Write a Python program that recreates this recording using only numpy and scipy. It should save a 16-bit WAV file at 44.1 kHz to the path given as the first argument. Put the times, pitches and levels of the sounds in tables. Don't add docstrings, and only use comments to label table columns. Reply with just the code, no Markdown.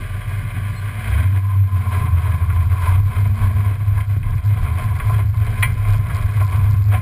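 import sys
import numpy as np
from scipy import signal
from scipy.io import wavfile
from scipy.ndimage import uniform_filter1d, minimum_filter1d

SR = 44100
rng = np.random.default_rng(int(sys.argv[2]) if len(sys.argv) > 2 else 0)


def field_ratio(decibels):
    return 10 ** (np.asarray(decibels, dtype=float) / 20)


def unload_audio(sound):
    columns = np.transpose(np.atleast_2d(sound))
    steps = np.round(np.clip(columns, -1, 1) * 32767)
    wavfile.write(sys.argv[1], SR, steps.astype(np.int16))


N = 309141

# pitch in Hz, width in Hz, relative level in dB.
RING = [(944, 55, -11), (1004, 22.3, -3), (1040, 16, 1), (1056.3, 24.7, -3.5), (1113, 53, -6.5)]
DULL = [(270, 37, -6), (409.4, 26, 1.5), (480, 89, -5.5), (617.5, 43, 0.5), (664, 50, 0), (731.5, 44, 2.5),
        (1256, 61, -5), (1410, 25, 2)]
BRIGHT = [(1431, 29, -4), (1550, 49, -5), (1631, 17, 1), (1677, 113, -6.5), (1990, 66, -7), (2096, 27, -1),
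          (2262, 93, -6.5), (2332, 9.2, -1), (2440, 76, -7.5), (2704, 94, -16.5), (2775, 24, -10.5),
          (2990, 156, -15.5), (3120, 22, -13.5), (3210, 26, -9), (3260, 230, -16), (4050, 220, -26),
          (3750, 38, -32.5), (5400, 300, -65)]
# time in seconds, level of the frame boom in dB, level of the loose ticking in dB.
RIDE = [(0, -25, -75), (.4, -21, -75), (1.0, -22, -73), (1.22, -18.5, -73), (1.6, -28, -60.5),
        (2.05, -18, -71), (2.5, -18.5, -79), (3, -18, -59), (3.9, -20.5, -60.5), (4.5, -17.5, -55.5),
        (5.5, -19.5, -58), (6.3, -18.5, -52.5), (7.01, -18.5, -57.5)]
THROTTLE_OPENS_S = (1.0, 1.25)


def rms_one(x):
    return x / np.sqrt(np.mean(x ** 2) + 1e-20)


def in_time(rows):
    s, *columns = np.transpose(rows)
    return [np.interp(np.arange(N) / SR, s, c) for c in columns]


def drift(rate):
    r = np.exp(-80 * np.pi * rate / SR)
    noise = rng.standard_normal(N // 40 + 2002)
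    slow = signal.lfilter([1], [1, -2 * r, r * r], noise)[2000:]
    return np.interp(np.arange(N) / 40, np.arange(len(slow)), rms_one(slow))


def resonance(x, hz, width_hz):
    r = np.exp(-np.pi * width_hz / SR)
    gain = np.array([1, 0, -1]) * (1 - r * r) / 2
    return signal.lfilter(gain, [1, -2 * r * np.cos(2 * np.pi * hz / SR), r * r], x + 1e-18)


def body(x, modes):
    # pitch in Hz, width in Hz, depth from 0 to 1.
    notches = [(855, 95, .88), (1315, 32, .8), (2765, 150, .88)]
    out = sum((-1) ** k * field_ratio(db) * resonance(x, hz, width) for k, (hz, width, db) in enumerate(modes))
    for hz, width, depth in notches:
        out = out - np.clip(depth, 0, 1) * resonance(out, hz, width)
    return out


def tone(hz, level_db):
    return np.sqrt(2) * field_ratio(level_db) * np.sin(2 * np.pi * np.cumsum(hz) / SR)


def swells(rows, rest_db):
    t = np.arange(0, N + 64, 64) / SR
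    s, half_width, peak_db = np.transpose(rows)
    bells = np.exp(-.5 * ((t[:, None] - s) / half_width) ** 2)
    power = bells @ field_ratio(2 * peak_db) + field_ratio(2 * rest_db)
    return np.interp(np.arange(N) / SR, t, 10 * np.log10(power))


def dips():
    # time in seconds, depth in dB.
    dip_rows = [(0.08, 9), (0.232, 13.5), (0.51, 14.5), (0.781, 6.9), (0.941, 8), (1.03, 8.5), (1.7, 17),
                (2.22, 5), (2.771, 3.5), (3.138, 7.5), (3.359, 10), (3.641, 10.5), (3.851, 7.5), (4.06, 9),
                (4.29, 7), (4.431, 10), (4.54, -0.5), (5.0, -1), (5.501, 0.5), (5.831, 7.5), (6.088, -1),
                (6.33, 5), (6.48, 8.5)]
    half_width_s = 0.015
    t = np.arange(0, N + 64, 64) / SR
    s, depth_db = np.transpose(dip_rows)
    gain_db = -np.exp(-.5 * ((t[:, None] - s) / half_width_s) ** 2) @ depth_db
    return np.interp(np.arange(N) / SR, t, gain_db)


def exhaust():
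    # time in seconds, firing rate in Hz, level in dB.
    firing = [(0.05, 38.5, -30.5), (0.98, 43.7, -37), (1.08, 57.01, -27), (1.15, 68.95, -14),
              (1.31, 97.84, -16.5), (1.6, 97.67, -14), (1.75, 93.3, -15), (2.0, 84.97, -21),
              (2.41, 81.42, -15.5), (2.74, 85.6, -17.5), (2.88, 88.9, -21), (3.0, 98.22, -17.5),
              (3.19, 99.32, -16), (3.48, 95.8, -19), (3.66, 99.84, -13.5), (4.02, 101.1, -15.5),
              (4.53, 99.6, -19.5), (4.8, 105.5, -19.5), (5.5, 105.4, -18.5), (5.89, 103.9, -17.5),
              (6.31, 103.5, -20), (6.45, 96.8, -15.5), (6.7, 100.4, -16), (7.01, 102, -19)]
    # centre in seconds, half width in seconds, level in dB.
    snarl_swell = [(1.2, 0.027, -41), (1.3, 0.045, -44.5)]
    firing_hz, note_db = in_time(firing)
    loaded = np.interp(np.arange(N) / SR, THROTTLE_OPENS_S, [0, 1])
    firing_hz = firing_hz * (1 + .006 * drift(9.8))
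    rough_hz = 3 * firing_hz * (1 + .05 * drift(40))
    snarl = tone(rough_hz, swells(snarl_swell, rest_db=-80) + 6 * drift(30))
    return tone(firing_hz, note_db + loaded * (dips() + 1.3 * drift(5.6))) + snarl


def frame():
    # pitch in Hz, width in Hz, relative level in dB.
    boom_modes = [(60, 12, -13), (81.5, 12.73, -6), (102, 6.87, -0.5), (132.9, 8, -14.5),
                  (153.7, 22, -24.5), (166.4, 11, -25)]
    # centre in seconds, half width in seconds, level in dB.
    lurches = [(2.02, 0.027, -29), (2.64, 0.029, -27), (2.77, 0.118, -39), (2.91, 0.033, -26.5),
               (3.02, 0.038, -23), (3.18, 0.02, -26.7), (3.44, 0.026, -24.5), (3.67, 0.07, -43),
               (3.94, 0.035, -30.5), (4.28, 0.0426, -24.5), (4.63, 0.015, -20.5), (4.84, 0.015, -28),
               (5.04, 0.025, -27.5), (5.58, 0.079, -28.5), (5.92, 0.052, -22), (6.23, 0.026, -24),
               (6.63, 0.037, -27.5), (6.76, 0.042, -32.5)]
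    # centre in seconds, half width in seconds, level in dB.
    hums = [(0.66, 0.053, -50), (1.03, 0.046, -39.5), (1.86, 0.092, -39.5), (2.36, 0.011, -45.5),
            (2.69, 0.056, -43.5), (2.89, 0.046, -45), (3.41, 0.131, -36), (4.3, 0.019, -44.5),
            (4.58, 0.062, -47.5), (4.7, 0.031, -43), (4.84, 0.032, -41.5), (5.14, 0.05, -47),
            (5.54, 0.041, -37.5), (6.17, 0.017, -49), (6.67, 0.08, -45), (6.95, 0.024, -40.5)]
    sway_hz, sway_rest_db = 32.15, -39
    panel_hz, panel_rest_db = 221, -54.5
    standing_db = -9 * np.interp(np.arange(N) / SR, (1.6, 2.4), [1, 0])
    low_modes = [m for m in boom_modes if m[0] < 90]
    high_modes = [m for m in boom_modes if m[0] >= 90]
    shaking = rng.standard_normal(N)
    ringing = body(shaking * field_ratio(standing_db), low_modes) + body(shaking, high_modes)
    band = signal.butter(2, [45, 260], "band", fs=SR, output="sos")
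    boom = rms_one(signal.sosfilt(band, ringing))
    swing = uniform_filter1d(boom ** 2, size=2600) + 0.024
    boom = rms_one(boom / swing ** 0.54)
    sway_db = swells(lurches, sway_rest_db) + standing_db + 2 * drift(6)
    sway = tone(sway_hz * (1 + .06 * drift(4)), sway_db)
    panel_db = swells(hums, panel_rest_db) + 2.0 * drift(12)
    panel = tone(panel_hz * (1 + 0.0073 * drift(6.1)), panel_db)
    return field_ratio(in_time(RIDE)[0] + dips()) * boom + sway + panel


def clatter_levels():
    # centre in seconds, half width in seconds, level in dB, ringing modes in dB above that.
    surges = [(0.09, 0.22, -47.5, 2), (0.342, 0.045, -48.5, 5.5), (0.592, 0.14, -48, 4.5),
              (0.908, 0.12, -46.5, 3.5), (1.149, 0.078, -42.5, 4), (1.363, 0.021, -48, 10),
              (1.496, 0.049, -51, 11.9), (1.768, 0.051, -46, 9.5), (1.97, 0.07, -41.5, 9.5),
              (2.261, 0.077, -41, 6), (2.577, 0.12, -44, 8), (2.726, 0.026, -45.2, 4),
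              (2.873, 0.055, -37.5, 9), (3.167, 0.077, -43, 5), (3.424, 0.043, -41.5, 7),
              (3.647, 0.068, -42, 6), (3.942, 0.073, -48, 6.6), (4.124, 0.025, -46, 4.5),
              (4.306, 0.039, -47, 7), (4.463, 0.023, -51, 8), (4.65, 0.091, -43.5, 5.5),
              (4.819, 0.031, -41, 3.5), (5.01, 0.07, -44.5, 7.5), (5.135, 0.049, -41.5, 4),
              (5.397, 0.041, -59, 13), (5.582, 0.122, -42.5, 2), (5.646, 0.024, -41.5, 3.1),
              (5.915, 0.054, -42.5, 3.5), (6.169, 0.061, -42, 4.5), (6.364, 0.072, -41.5, 4),
              (6.544, 0.049, -42.5, 8), (6.69, 0.09, -48, 7), (6.952, 0.023, -38.5, -2)]
    rest_db = -53.5
    dull_db, bright_db, idle_bright_db = 1.5, 3.5, 4.5
    s, half_width, peak_db, ringing_db = np.transpose(surges)
    level_db = swells(np.transpose([s, half_width, peak_db]), rest_db)
    ring_db = swells(np.transpose([s, half_width, peak_db + ringing_db]), rest_db)
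    idling = np.interp(np.arange(N) / SR, (1.1, 2.17), [1, 0])
    return level_db + dull_db, ring_db, level_db + bright_db + idle_bright_db * idling


def clatter():
    taps = rng.standard_normal(N) * field_ratio(0.43 * np.minimum(rng.exponential(1, N), 5))
    taps = taps * (rng.random(N) < 3000 / SR)
    taps = taps * field_ratio(1.92 * drift(21.3))
    groups = zip(clatter_levels(), (DULL, RING, BRIGHT))
    return sum(field_ratio(level_db) * rms_one(body(taps, modes)) for level_db, modes in groups)


def knocks():
    # start in seconds, strength of the dull part in dB, its centre in Hz,
    # strength of the bright part in dB, its centre in Hz.
    knock_rows = [(1.857, -26, 1013, -43.5, 1632), (2.5, -24, 1096, -33.5, 1638),
                  (3.976, -24.5, 1060, -33, 1401), (4.004, -44, 1010, -30.5, 2260),
                  (4.229, -40, 1010, -37, 2276), (4.38, -38, 1021, -42, 1665),
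                  (4.663, -27, 1000, -40, 1595), (4.999, -21, 1049, -25, 1610),
                  (5.095, -19, 952, -39, 2001), (5.139, -34, 1010, -32.5, 2440),
                  (5.183, -25, 705.2, -40, 1800), (5.341, -30, 1000, -41, 1420),
                  (5.626, -17, 1050, -13.5, 2200), (5.849, -21.5, 1010, -37, 1620),
                  (6.098, -23, 1010, -32.5, 1513), (6.375, -28, 900, -43, 1497),
                  (6.409, -20, 1050, -39, 1484), (6.523, -29, 1007, -34.5, 1990),
                  (6.661, -33.5, 897.5, -59, 1504), (6.919, -25, 902.2, -46, 1738),
                  (6.937, -17.5, 902, -26.5, 1383), (6.946, -25, 975, -24.5, 2440)]
    contact_s = .005
    rattle_s, rattle_db = 0.05, -18.5
    t = np.arange(round(.12 * SR)) / SR
    scrub = rng.standard_normal((len(knock_rows), len(t)))
    shape = np.exp(-t / contact_s) + field_ratio(rattle_db) * np.exp(-t / rattle_s)
    shape = shape / np.sqrt(contact_s)
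    dull, bright = np.zeros((2, N + len(t)))
    for (s, dull_db, dull_hz, bright_db, bright_hz), noise in zip(knock_rows, scrub):
        at = round(s * SR)
        blow = (noise + 12 * (t == 0)) * shape
        dull[at:at + len(t)] += field_ratio(dull_db) * resonance(blow, dull_hz, 510)
        landing = resonance(resonance(blow, bright_hz, 1400), 1.3 * bright_hz, 2400)
        bright[at:at + len(t)] += field_ratio(bright_db) * landing
    dull, bright = dull[:N], bright[:N]
    return field_ratio(-10.5) * body(dull, DULL) + body(dull, RING) + body(bright, BRIGHT)


def stone():
    # time in seconds, strength in dB.
    touches = [(5.625, -21), (5.628, -14), (5.631, -21), (5.634, -26), (5.639, -31), (5.645, -28),
               (5.652, -31)]
    # pitch in Hz, relative level in dB, seconds to fade by 60 dB.
    link = [(1803, -5, 0.053), (1970, 6.5, 0.042), (2099, -1, 0.11), (2310, 2.5, 0.062), (2396, 3, 0.052),
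            (2643, -17, 0.046), (2880, -7, 0.064), (3100, -9.5, .06), (3270, -21, 0.06), (3953, -18, 0.06),
            (4170, -14.5, .05), (4350, -28, .04)]
    t = np.arange(round(.3 * SR)) / SR
    out = np.zeros(N)
    luck = rng.standard_normal((len(touches), len(link), 2))
    for (s, touch_db), draws in zip(touches, luck):
        at = round(s * SR)
        for (hz, mode_db, t60), (strength, sign) in zip(link, draws):
            onset = 1 - np.exp(-t / .0004)
            ring = np.sin(2 * np.pi * hz * t) * field_ratio(-60 * t / t60) * onset
            out[at:at + len(t)] += np.sign(sign) * field_ratio(touch_db + mode_db + 2 * strength) * ring
    return out


def thumps():
    # start in seconds, peak in dB.
    bumps = [(1.387, -40), (1.551, -40), (2.065, -28), (2.244, -45), (3.003, -37), (3.711, -28.5),
             (4.166, -27.5), (4.34, -35), (5.205, -34), (5.561, -43), (5.759, -39), (6.403, -40),
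             (6.803, -34), (6.986, -40)]
    click = 1.0 * (np.arange(SR // 20) == 0)
    thud = resonance(resonance(click, 200, 160), 270, 220)
    push = np.zeros(N)
    for s, peak_db in bumps:
        push[round(s * SR)] = field_ratio(peak_db)
    return signal.fftconvolve(push, thud / np.abs(thud).max())[:N]


def singing():
    # centre in seconds, half width in seconds, level in dB.
    singing_swell = [(1.36, .03, -48), (1.49, 0.029, -39), (1.62, 0.05, -46.5), (1.75, 0.025, -35.5)]
    level_db = swells(singing_swell, rest_db=-82) + 1.1 * drift(15)
    return tone(1037 * (1 + 0.0041 * drift(7.3)), level_db)


def loose_ticks(low):
    tick_db = in_time(RIDE)[1]
    hiss_db = clatter_levels()[2] - 18
    crests = signal.find_peaks(low, height=.06, distance=200)[0]
    luck = rng.random((2, N))
    taps = np.zeros(N)
    taps[crests] = (luck[0, crests] < .85) * field_ratio(-8 * luck[1, crests])
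    taps = taps + field_ratio(-2.5) * np.roll(taps * (luck[1] > .5), 110)
    fading = signal.lfilter([1], [1, -np.exp(-1 / (.0009 * SR))], taps + 1e-18)
    scratch = fading * rng.standard_normal(N)
    scratch = scratch * field_ratio(2.7 * drift(8))
    band = signal.butter(2, [3400, 5600], "band", fs=SR, output="sos")
    hiss = signal.sosfilt(band, rng.standard_normal(N) * field_ratio(1.53 * drift(30)))
    return field_ratio(tick_db) * rms_one(signal.sosfilt(band, scratch)) + field_ratio(hiss_db) * rms_one(hiss)


def idle_tones():
    # pitch in Hz, rms level in dB.
    whine_tones = [(584, -56), (1168, -49), (2918, -59)]
    # time in seconds, pitch in Hz, level in dB.
    squeak = [(.752, 4200, -71), (.765, 4180, -48), (.79, 4190, -46.5), (.802, 4100, -53)]
    t = np.arange(N) / SR
    fade = np.interp(t, THROTTLE_OPENS_S, [1, 0])
    waver = 1 + 0.00208 * drift(2.26)
    whine = sum(tone(hz * waver, db) for hz, db in whine_tones)
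    squeaking = (t > squeak[0][0]) & (t < squeak[-1][0])
    return fade * whine + squeaking * tone(*in_time(squeak))


def scene():
    low = exhaust() + frame()
    chassis = clatter() + knocks() + stone() + singing()
    return (low + thumps() + chassis + loose_ticks(low) + idle_tones())[None]


def band_limit(x):
    return signal.sosfilt(signal.butter(12, 16320, fs=SR, output="sos"), x)


def record(dry):
    room = minimum_filter1d(np.minimum(1, .72 / (np.abs(dry) + 1e-9)), size=441, axis=1)
    limited = dry * uniform_filter1d(room, size=441, axis=1)
    dulled = signal.sosfilt(signal.butter(6, 5500, fs=SR, output="sos"), limited)
    slow = signal.resample_poly(dulled, 40, 147, axis=1)
    held = np.repeat(slow, 4, axis=1)
    out = signal.resample_poly(held, 147, 160, axis=1)[:, :N]
    out = signal.sosfilt(signal.cheby2(14, 60, 15450, fs=SR, output="sos"), out)
    return band_limit(out)


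dry = scene()
out = record(dry)
unload_audio(out)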